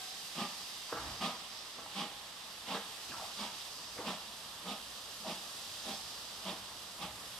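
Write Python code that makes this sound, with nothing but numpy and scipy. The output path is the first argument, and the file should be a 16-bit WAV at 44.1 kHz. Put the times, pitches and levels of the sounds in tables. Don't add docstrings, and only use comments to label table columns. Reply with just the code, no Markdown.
import sys
import numpy as np
from scipy import signal
from scipy.fft import rfft, irfft
from scipy.io import wavfile
from scipy.ndimage import uniform_filter1d, map_coordinates

SR = 44100
rng = np.random.default_rng(int(sys.argv[2]) if len(sys.argv) > 2 else 0)


def dump_mix(stems):
    frames = np.atleast_2d(stems).T
    limited = np.clip(frames, -1, 1)
    pcm = np.round(limited * 32767).astype(np.int16)
    wavfile.write(sys.argv[1], SR, pcm)


N = 325899
T = np.arange(N) / SR
HZ = np.maximum(np.fft.rfftfreq(N, 1 / SR), 1)


def undb(db):
    return 10 ** (np.asarray(db) / 20)


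def unit(x):
    return x / np.sqrt(np.mean(x ** 2))


def curve(rows):
    return np.interp(T, *np.transpose(rows))


def across(points):
    hz, value = np.transpose(points)
    return np.interp(np.log(HZ), np.log(hz), value)


def around(hz, pitch_hz, spread):
    return np.exp(-(np.log2(hz / pitch_hz) / spread) ** 2 / 2)


def resonances(modes):
    power = 0
    for hz, width, db in modes:
        off_tune = (HZ / hz - hz / HZ) * hz / width
        power = power + undb(db) ** 2 / (1 + off_tune ** 2 / 2) ** 2
    return np.sqrt(power)


def walk(rate, size=N):
    step = max(int(SR / rate), 1)
    steps = np.repeat(rng.standard_normal(size // step + 1), step)[:size]
    return unit(uniform_filter1d(uniform_filter1d(steps, step), step))


# f/Hz, coherence (0-1)
LEFT_RIGHT_LIKENESS = [(60, 0.9), (200, 0.99), (800, 0.91), (1300, 0.74), (1650, 0.27), (2250, 0.18),
                       (2600, 0.38), (3400, 0.52), (4100, 0.05), (4850, 0.52), (6700, 0.16), (8000, 0),
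                       (14000, 0.07)]


def turbulence(gain, diffuse=1):
    apart = np.clip(1 - across(LEFT_RIGHT_LIKENESS), 0, 1)
    apart = np.clip(apart * diffuse / (1 - apart + apart * diffuse), 0, 1)
    noise = rfft(rng.standard_normal((3, N)))
    own, shared = noise[:2], noise[2]
    return unit(irfft(gain * (np.sqrt(1 - apart) * shared + np.sqrt(apart) * own), N))


def held(x, span_s):
    return x / np.sqrt(uniform_filter1d(np.mean(x ** 2, axis=0), int(span_s * SR)))


def shelf(x, hz, db):
    treble = irfft(rfft(x) / (1 + (hz / HZ) ** 6), N)
    return x + treble * (undb(db) - 1)


def add(out, at, sound):
    start = int(at * SR)
    out[start:start + len(sound)] += sound[:N - start]


def with_band(x, spectrum, hz, octaves, db):
    return x + irfft(spectrum * around(HZ, hz, octaves), N) * (undb(db) - 1)


# f/Hz, relative level/dB
HISS_COLOUR = [(900, -21.5), (1450, -16), (1800, -5), (2250, -7), (2800, -0.5), (3400, 1.25), (3800, 2),
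               (4200, -0.5), (5000, 2), (5500, -3), (6150, -3.5), (6850, -8), (7400, -6), (8300, -5.6),
               (9300, -10.6), (9900, -8.5), (10500, -11.5), (11500, -9.5), (12900, -16.5), (14200, -15),
               (15300, -28)]
# t/s, level change/dB
HISS_MIDDLE = [(0, 1.5), (1.5, -.5), (2.9, -0.5), (3.6, .5), (4.7, -.7), (5.3, -0.5), (5.85, 1.5),
               (6.25, 0), (6.6, 0.5), (7.39, -2)]
# t/s, level change/dB
HISS_LOWER_EDGE = [(0, 1.5), (2.3, 0), (3.6, 0), (4.4, -2), (6.3, -3.5), (7.39, 1)]
# t/s, level/dB
LEAK_COURSE = [(0.0, -49.5), (1.13, -48.5), (1.48, -50.5), (2.0, -50), (2.34, -50.5), (2.68, -51),
               (2.84, -49), (3.38, -49), (4.4, -51.5), (5.0, -50.5), (5.89, -48.5), (6.73, -52),
               (7.39, -51)]


def leak(leak_db=3.0, sputter_db=0.42, drift_db=0.5, flicker_db=0.87):
    hiss = turbulence(undb(across(HISS_COLOUR)))
    spectrum = rfft(hiss)
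    hiss = with_band(hiss, spectrum, hz=5400, octaves=0.32, db=curve(HISS_MIDDLE))
    hiss = with_band(hiss, spectrum, hz=2100, octaves=0.19, db=curve(HISS_LOWER_EDGE))
    for hz in (3340, 5200, 11000):
        wander_db = drift_db * walk(2.36) + flicker_db * walk(14)
        hiss = with_band(hiss, spectrum, hz, octaves=0.22, db=wander_db)
    return hiss * undb(curve(LEAK_COURSE) + leak_db + sputter_db * walk(180))


# t/s, level change/dB
ENGINE_TREBLE = [(0, 2), (1.3, -1.5), (2.2, -1.5), (3.3, 0.5), (4.3, 0.5), (5.6, 1), (6.4, 0.5),
                 (7.39, 2.5)]


def shaded(x):
    return shelf(x, hz=6100, db=curve(ENGINE_TREBLE))


START_SPEED, GATHER_S = 0.63, 6.4


def speed(t):
    return 1 - (1 - START_SPEED) * np.exp(-t / GATHER_S)


def stroke(t, rise, decay, hold=0, crest_s=0.013):
    opening = (np.minimum(t + hold / 2, 0) / rise) ** 2 / 2
    emptying = (np.hypot(np.maximum(t - hold / 2, 0), crest_s) - crest_s) / decay
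    return np.exp(-opening - emptying)


ROLL_DB, ROLL_LAW = -53, 0.76
RUMBLE_DB, RUMBLE_LAW = -64, 2.4
TUG_RISE_S, TUG_ROAR_S, TUG_RUMBLE_S = 0.085, 0.18, 0.085
# f/Hz, relative level/dB
WHEEL_COLOUR = [(100, -13.5), (190, -2), (250, -5), (330, -6.5), (500, -3), (780, 0), (1220, 1.5),
                (1450, -4), (1850, -4), (3000, -21.5), (9000, -28)]
# f/Hz, relative level/dB
BODY_COLOUR = [(20, -30), (35, -24), (54, 4), (76, -3.5), (110, 1.5), (160, -10.5), (300, -9.5), (700, -42)]
# crest t/s, wheel roar level/dB, body rumble level/dB
COUPLING_TUGS = [(1.09, -49.5, -50.5), (1.86, -59, -72), (3.2, -55.5, -66), (3.98, -72, -67),
                 (7.15, -69, -60)]


def carriage(uneven_db=0.38):
    roar = undb(ROLL_DB) * speed(T) ** ROLL_LAW
    rumble = undb(RUMBLE_DB) * speed(T) ** RUMBLE_LAW
    for at, roar_db, rumble_db in COUPLING_TUGS:
        roar = np.hypot(roar, undb(roar_db) * stroke(T - at, TUG_RISE_S, TUG_ROAR_S))
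        rumble = np.hypot(rumble, undb(rumble_db) * stroke(T - at, TUG_RISE_S, TUG_RUMBLE_S))
    wheels = turbulence(undb(across(WHEEL_COLOUR)), diffuse=1.02) * roar * undb(uneven_db * walk(22))
    body = turbulence(undb(across(BODY_COLOUR))) * rumble
    return wheels + body


# f/Hz, width/Hz, relative level/dB
WHISTLE_NOTES = [(747, 14, -6), (790, 15, -5), (1570, 9.5, -4)]


def whistle_echo(db=-54.5, t60=1.6):
    return held(turbulence(resonances(WHISTLE_NOTES)), span_s=0.053) * undb(db - 60 * T / t60)


def eddies(x, centres_hz, depth_db, rate, octaves=0.13):
    spectrum = rfft(x)
    for hz in centres_hz:
        x = with_band(x, spectrum, hz, octaves, depth_db * walk(rate))
    return unit(x)


def retuned(x, ratio):
    return np.array([map_coordinates(side, [np.cumsum(ratio)], order=1, mode="mirror") for side in x])


BEAT_LEAD_S = 0.25
DECAY_S, DECAY_LAW = 0.039, 0.41
DRONE_AT_S, DRONE_DB, DRONE_RISE_S, DRONE_DECAY_S = 5.28, -58.5, 0.083, 0.093
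# crest t/s, bark level/dB, steam jet level/dB, boom level/dB, hardness (treble of the bark)/dB,
# rise of bark and jet/s, hold/s, lead of jet/s, lead of boom/s, boom f/Hz,
# first ringing note f/Hz, its level/dB, second ringing note f/Hz, its level/dB
EXHAUST_BEATS = [(0.412, -44, -42.5, -43, 5.5, 0.025, .021, 0.0017, -0.00016, 181, 1205, -42.5, 805, -47),
                 (1.245, -40.5, -39, -41.5, 5.5, 0.013, 0.03, 0.0017, 0.0052, 190.6, 1222, -41, 766, -46),
                 (2.011, -44.5, -40, -44, 4.5, 0.036, .0064, 0.0077, 0.00098, 193.8, 819, -44.5, 1180, -53),
                 (2.733, -42.5, -42.5, -46.5, 4.5, 0.026, 0.037, 0.0092, -0.004, 202.4, 938, -56, 837, -50),
                 (3.431, -47, -42, -46, 6, 0.026, 0.013, .008, 0.0064, 203.8, 950, -48, 867, -52),
                 (4.09, -42.5, -42, -43.5, 6, .022, .02, -0.0023, 0.0042, 197.9, 1090, -59, 797, -50),
                 (4.7, -44, -44, -45.5, -1, 0.029, .012, -0.00015, -0.0011, 197.1, 1233, -47.5, 478, -52.5),
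                 (5.294, -43.5, -44, -47.5, 0.5, 0.019, 0.023, -0.0079, -0.003, 192.8, 630, -51, 968, -52),
                 (5.901, -44, -44.5, -47.5, -2, 0.028, .01, -0.0029, -0.0019, 203, 791, -50, 993, -56),
                 (6.488, -43.5, -43, -45.5, 0.5, 0.019, 0.019, -0.0012, -0.0023, 188, 652, -49.5, 370, -57),
                 (7.03, -46, -45, -47.5, 3, 0.021, .01, -0.0047, -0.0023, 186, 848, -50, 629, -51)]
# f/Hz, width/Hz, relative level/dB
BOOM_RESONANCES = [(191, 28, 5.5), (238, 18.5, 2), (323, 120, -10.5)]
# f/Hz, width/Hz, relative level/dB
BARK_RESONANCES = [(307, 34, -3.5), (370, 76, -4.5), (476, 24, 0.5), (560, 54, -2), (626, 60, 3),
                   (698, 57, -0.5), (799, 40, 5), (875, 54, 1), (994, 74, 0), (1108, 65, -0.5),
                   (1212, 35, 0.5), (1316, 80, -6), (1840, 220, -10)]
# f/Hz, relative level/dB
JET_COLOUR = [(300, -39), (1000, -29), (1500, 2), (1850, -7.5), (2150, 4), (2450, 4.5), (2800, 7.5),
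              (3400, 9), (4200, 2.5), (5000, 3), (6500, -8), (8200, -5.5), (11500, -12.5), (15000, -19)]


def exhaust(boom_rise=0.89, boom_decay=0.65, waver=0.0204):
    boom, bark, jet, notes = np.zeros((4, N))
    t = T[:SR] - BEAT_LEAD_S
    for (at, bark_db, jet_db, boom_db, _, rise, hold, jet_lead, boom_lead, _,
         first_hz, first_db, second_hz, second_db) in EXHAUST_BEATS:
        start = at - BEAT_LEAD_S
        decay = DECAY_S / speed(at) ** DECAY_LAW
        blast = stroke(t, rise, decay, hold)
        add(bark, start, undb(bark_db) * blast)
        add(jet, start, undb(jet_db) * stroke(t + jet_lead, rise, decay, hold))
        boom_stroke = stroke(t + boom_lead, rise * boom_rise, decay * boom_decay, hold)
        add(boom, start, undb(boom_db) * boom_stroke)
        for hz, db in (first_hz, first_db), (second_hz, second_db):
            unsteady_s = t + waver * np.cumsum(walk(90.4, size=SR)) / SR
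            note = np.sin(2 * np.pi * (hz * unsteady_s + rng.random()))
            add(notes, start, undb(db) * blast * note)
    drone = undb(DRONE_DB) * stroke(T - DRONE_AT_S, DRONE_RISE_S, DRONE_DECAY_S)
    boom = np.hypot(boom, drone)

    columns = np.transpose(EXHAUST_BEATS)
    crest_s, hard_db, boom_hz = columns[0], columns[4], columns[9]
    chimney = held(turbulence(resonances(BARK_RESONANCES), diffuse=0.19), span_s=0.042)
    chimney = shelf(chimney, hz=1060, db=np.interp(T, crest_s, hard_db))
    chimney = eddies(chimney, (600, 1110), depth_db=2.0, rate=70)
    smokebox = turbulence(resonances(BOOM_RESONANCES), diffuse=0.014)
    smokebox = retuned(smokebox, np.interp(T, crest_s, boom_hz) / BOOM_RESONANCES[0][0])
    smokebox = held(smokebox, span_s=0.042) * undb(1.5 * walk(60))
    steam = turbulence(undb(across(JET_COLOUR)), diffuse=0.36)
    steam = eddies(steam, (2670, 3840), depth_db=2.6, rate=90)
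    return bark * chimney + notes + jet * steam + boom * smokebox


def cutting(x, t60, wet_db, dull_hz, thin_hz, build_s):
    colour = 1 / np.hypot(1, HZ / dull_hz) / np.hypot(1, thin_hz / HZ)
    tail = turbulence(colour) * (1 - np.exp(-T / build_s)) * undb(-60 * T / t60)
    tail = tail[:, :SR] / np.sqrt(np.sum(tail ** 2) / 2)
    return x + undb(wet_db) * signal.fftconvolve(x, tail, axes=1)[:, :N]


# f/Hz, relative level/dB, time to fall 60 dB/s
IRON_MODES = [(332, 0, .03), (470, 7, 0.028), (644, -9, 0.063), (784, -2, 0.052), (890, 1, 0.029),
              (996, -3, 0.035), (1124, 10, 0.031), (1330, 1, 0.064), (1480, -7, 0.031), (1630, -6, 0.033),
              (1900, -9, 0.056), (2520, -5, 0.032), (2770, -1, 0.019)]


def ring(pitch_hz, spread, contact_s=0.003):
    t = T[:SR // 3]
    hz, db, t60 = np.transpose(IRON_MODES)[:, :, None]
    weight = undb(db) * around(hz, pitch_hz, spread)
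    detune = np.exp(0.014 * rng.standard_normal(hz.shape))
    swing = np.sin(2 * np.pi * (hz * detune * t + rng.random(hz.shape)))
    modes = np.sum(weight * undb(-60 * t / t60) * swing, axis=0) / np.linalg.norm(weight)
    return modes * (1 - np.exp(-(t / contact_s) ** 2 * pitch_hz / 1000))


def crunch(pitch_hz, spread, decay, swell_cycles=1.7, grain=0.55):
    t = T[:SR // 3]
    hz = np.maximum(np.fft.rfftfreq(len(t), 1 / SR), 1)
    contacts = rng.standard_normal(len(t)) * np.exp(grain * rng.standard_normal(len(t)))
    envelope = (1 - np.exp(-(t * pitch_hz / swell_cycles) ** 2)) * np.exp(-t / decay)
    burst = envelope * irfft(rfft(contacts) * around(hz, pitch_hz, spread) / np.sqrt(hz), len(t))
    return burst * np.linalg.norm(envelope) / np.linalg.norm(burst)


# t/s, ring level/dB, crunch level/dB,
# f/Hz where the blow is strongest, spread/octaves, decay time constant of the crunch/s
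IRON_CLANKS = [(.888, -39, -49, 1050, .5, .035), (.917, -44, -46, 1000, .6, 0.013),
               (.923, -19.5, -45, 440, 0.62, .01), (.924, -31, -42, 1400, 0.33, .012),
               (.926, -52, -44, 151, 0.84, 0.02), (.941, -36, -43, 1420, 0.28, 0.019),
               (.943, -39, -46, 620, 0.78, 0.038), (.967, -35, -40, 1080, 0.64, 0.032),
               (1.753, -54, -52, 550, 1.5, .022), (1.772, -54, -55, 220, 0.65, 0.028),
               (1.784, -35.5, -46.5, 730, 0.67, 0.018), (1.86, -43, -47, 850, 0.23, 0.011),
               (2.71, -38, -52, 2700, 0.16, .007), (2.746, -29, -41, 614, 0.65, .02),
               (2.745, -37, -48.5, 1670, 0.2, 0.051), (3.087, -44, -50, 215, 0.97, .03),
               (3.108, -33, -51, 2600, 0.13, 0.0067), (3.118, -36, -54, 1640, 0.089, .005),
               (3.12, -38, -46.5, 970, 0.45, 0.03), (3.144, -44, -57, 1660, .12, .01),
               (3.194, -40, -51, 756, 0.73, 0.043), (3.249, -40, -50, 1150, 0.14, 0.01),
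               (3.958, -48, -52, 620, 0.75, 0.042), (3.978, -50, -47.5, 1620, 0.63, 0.026),
               (3.985, -28.5, -37.5, 440, 0.7, .014), (4.005, -45, -44.5, 990, 0.69, 0.036),
               (5.245, -37, -49, 735, 0.28, .025)]


def clanks():
    out = np.zeros(N)
    for at, ring_db, crunch_db, pitch_hz, spread, decay in IRON_CLANKS:
        add(out, at, undb(ring_db) * ring(pitch_hz, spread))
        add(out, at, undb(crunch_db) * crunch(pitch_hz, spread, decay))
    return np.array([out, out])


# start t/s, length/s, level/dB before fall and scatter, middle f/Hz of the knocks
LINK_RATTLES = [(.98, .19, -39.5, 960), (3.128, .16, -40, 990)]


def rattles(count=9, falls_db=6, scatter_db=3.0, scatter_octaves=0.26, spread=0.16):
    out = np.zeros(N)
    for at, length, db, pitch_hz in LINK_RATTLES:
        for k, (size, colour) in enumerate(rng.standard_normal((count, 2))):
            gone = (k + rng.random()) / count
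            knock = ring(pitch_hz * 2 ** (scatter_octaves * colour), spread)
            knock_db = db - falls_db * gone + scatter_db * size
            add(out, at + gone * length, undb(knock_db) * knock)
    return out


def scene():
    engine = cutting(exhaust(), t60=1.3, wet_db=-15.5, dull_hz=5300, thin_hz=493, build_s=0.019)
    ironwork = cutting(clanks() + rattles(), t60=0.35, wet_db=-10, dull_hz=3000, thin_hz=150, build_s=0.0013)
    return shaded(engine + leak()) + ironwork + carriage() + whistle_echo()


LAG_S, TOP_HZ = 1.6e-5, 15100
# f/Hz, left minus right level/dB
LEFT_MINUS_RIGHT = [(100, -1.1), (550, -0.5), (1400, 1), (1900, -4), (2300, -8), (3100, -5), (3800, -4),
                    (4300, -7), (4900, -2.5), (5700, -1), (6900, -6), (8300, 6), (9300, -3), (11000, 3),
                    (14000, -0.5)]


def record(dry):
    tilt = undb(across(LEFT_MINUS_RIGHT))
    delay = np.exp(-2j * np.pi * HZ * LAG_S)
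    ports = np.array([tilt, delay]) * np.sqrt(2 / (1 + tilt ** 2))
    top_cut = signal.ellip(10, 0.2, 80, TOP_HZ, fs=SR, output="sos")
    return signal.sosfilt(top_cut, irfft(rfft(dry) * ports, N))


dry = scene()
out = record(dry)
dump_mix(out)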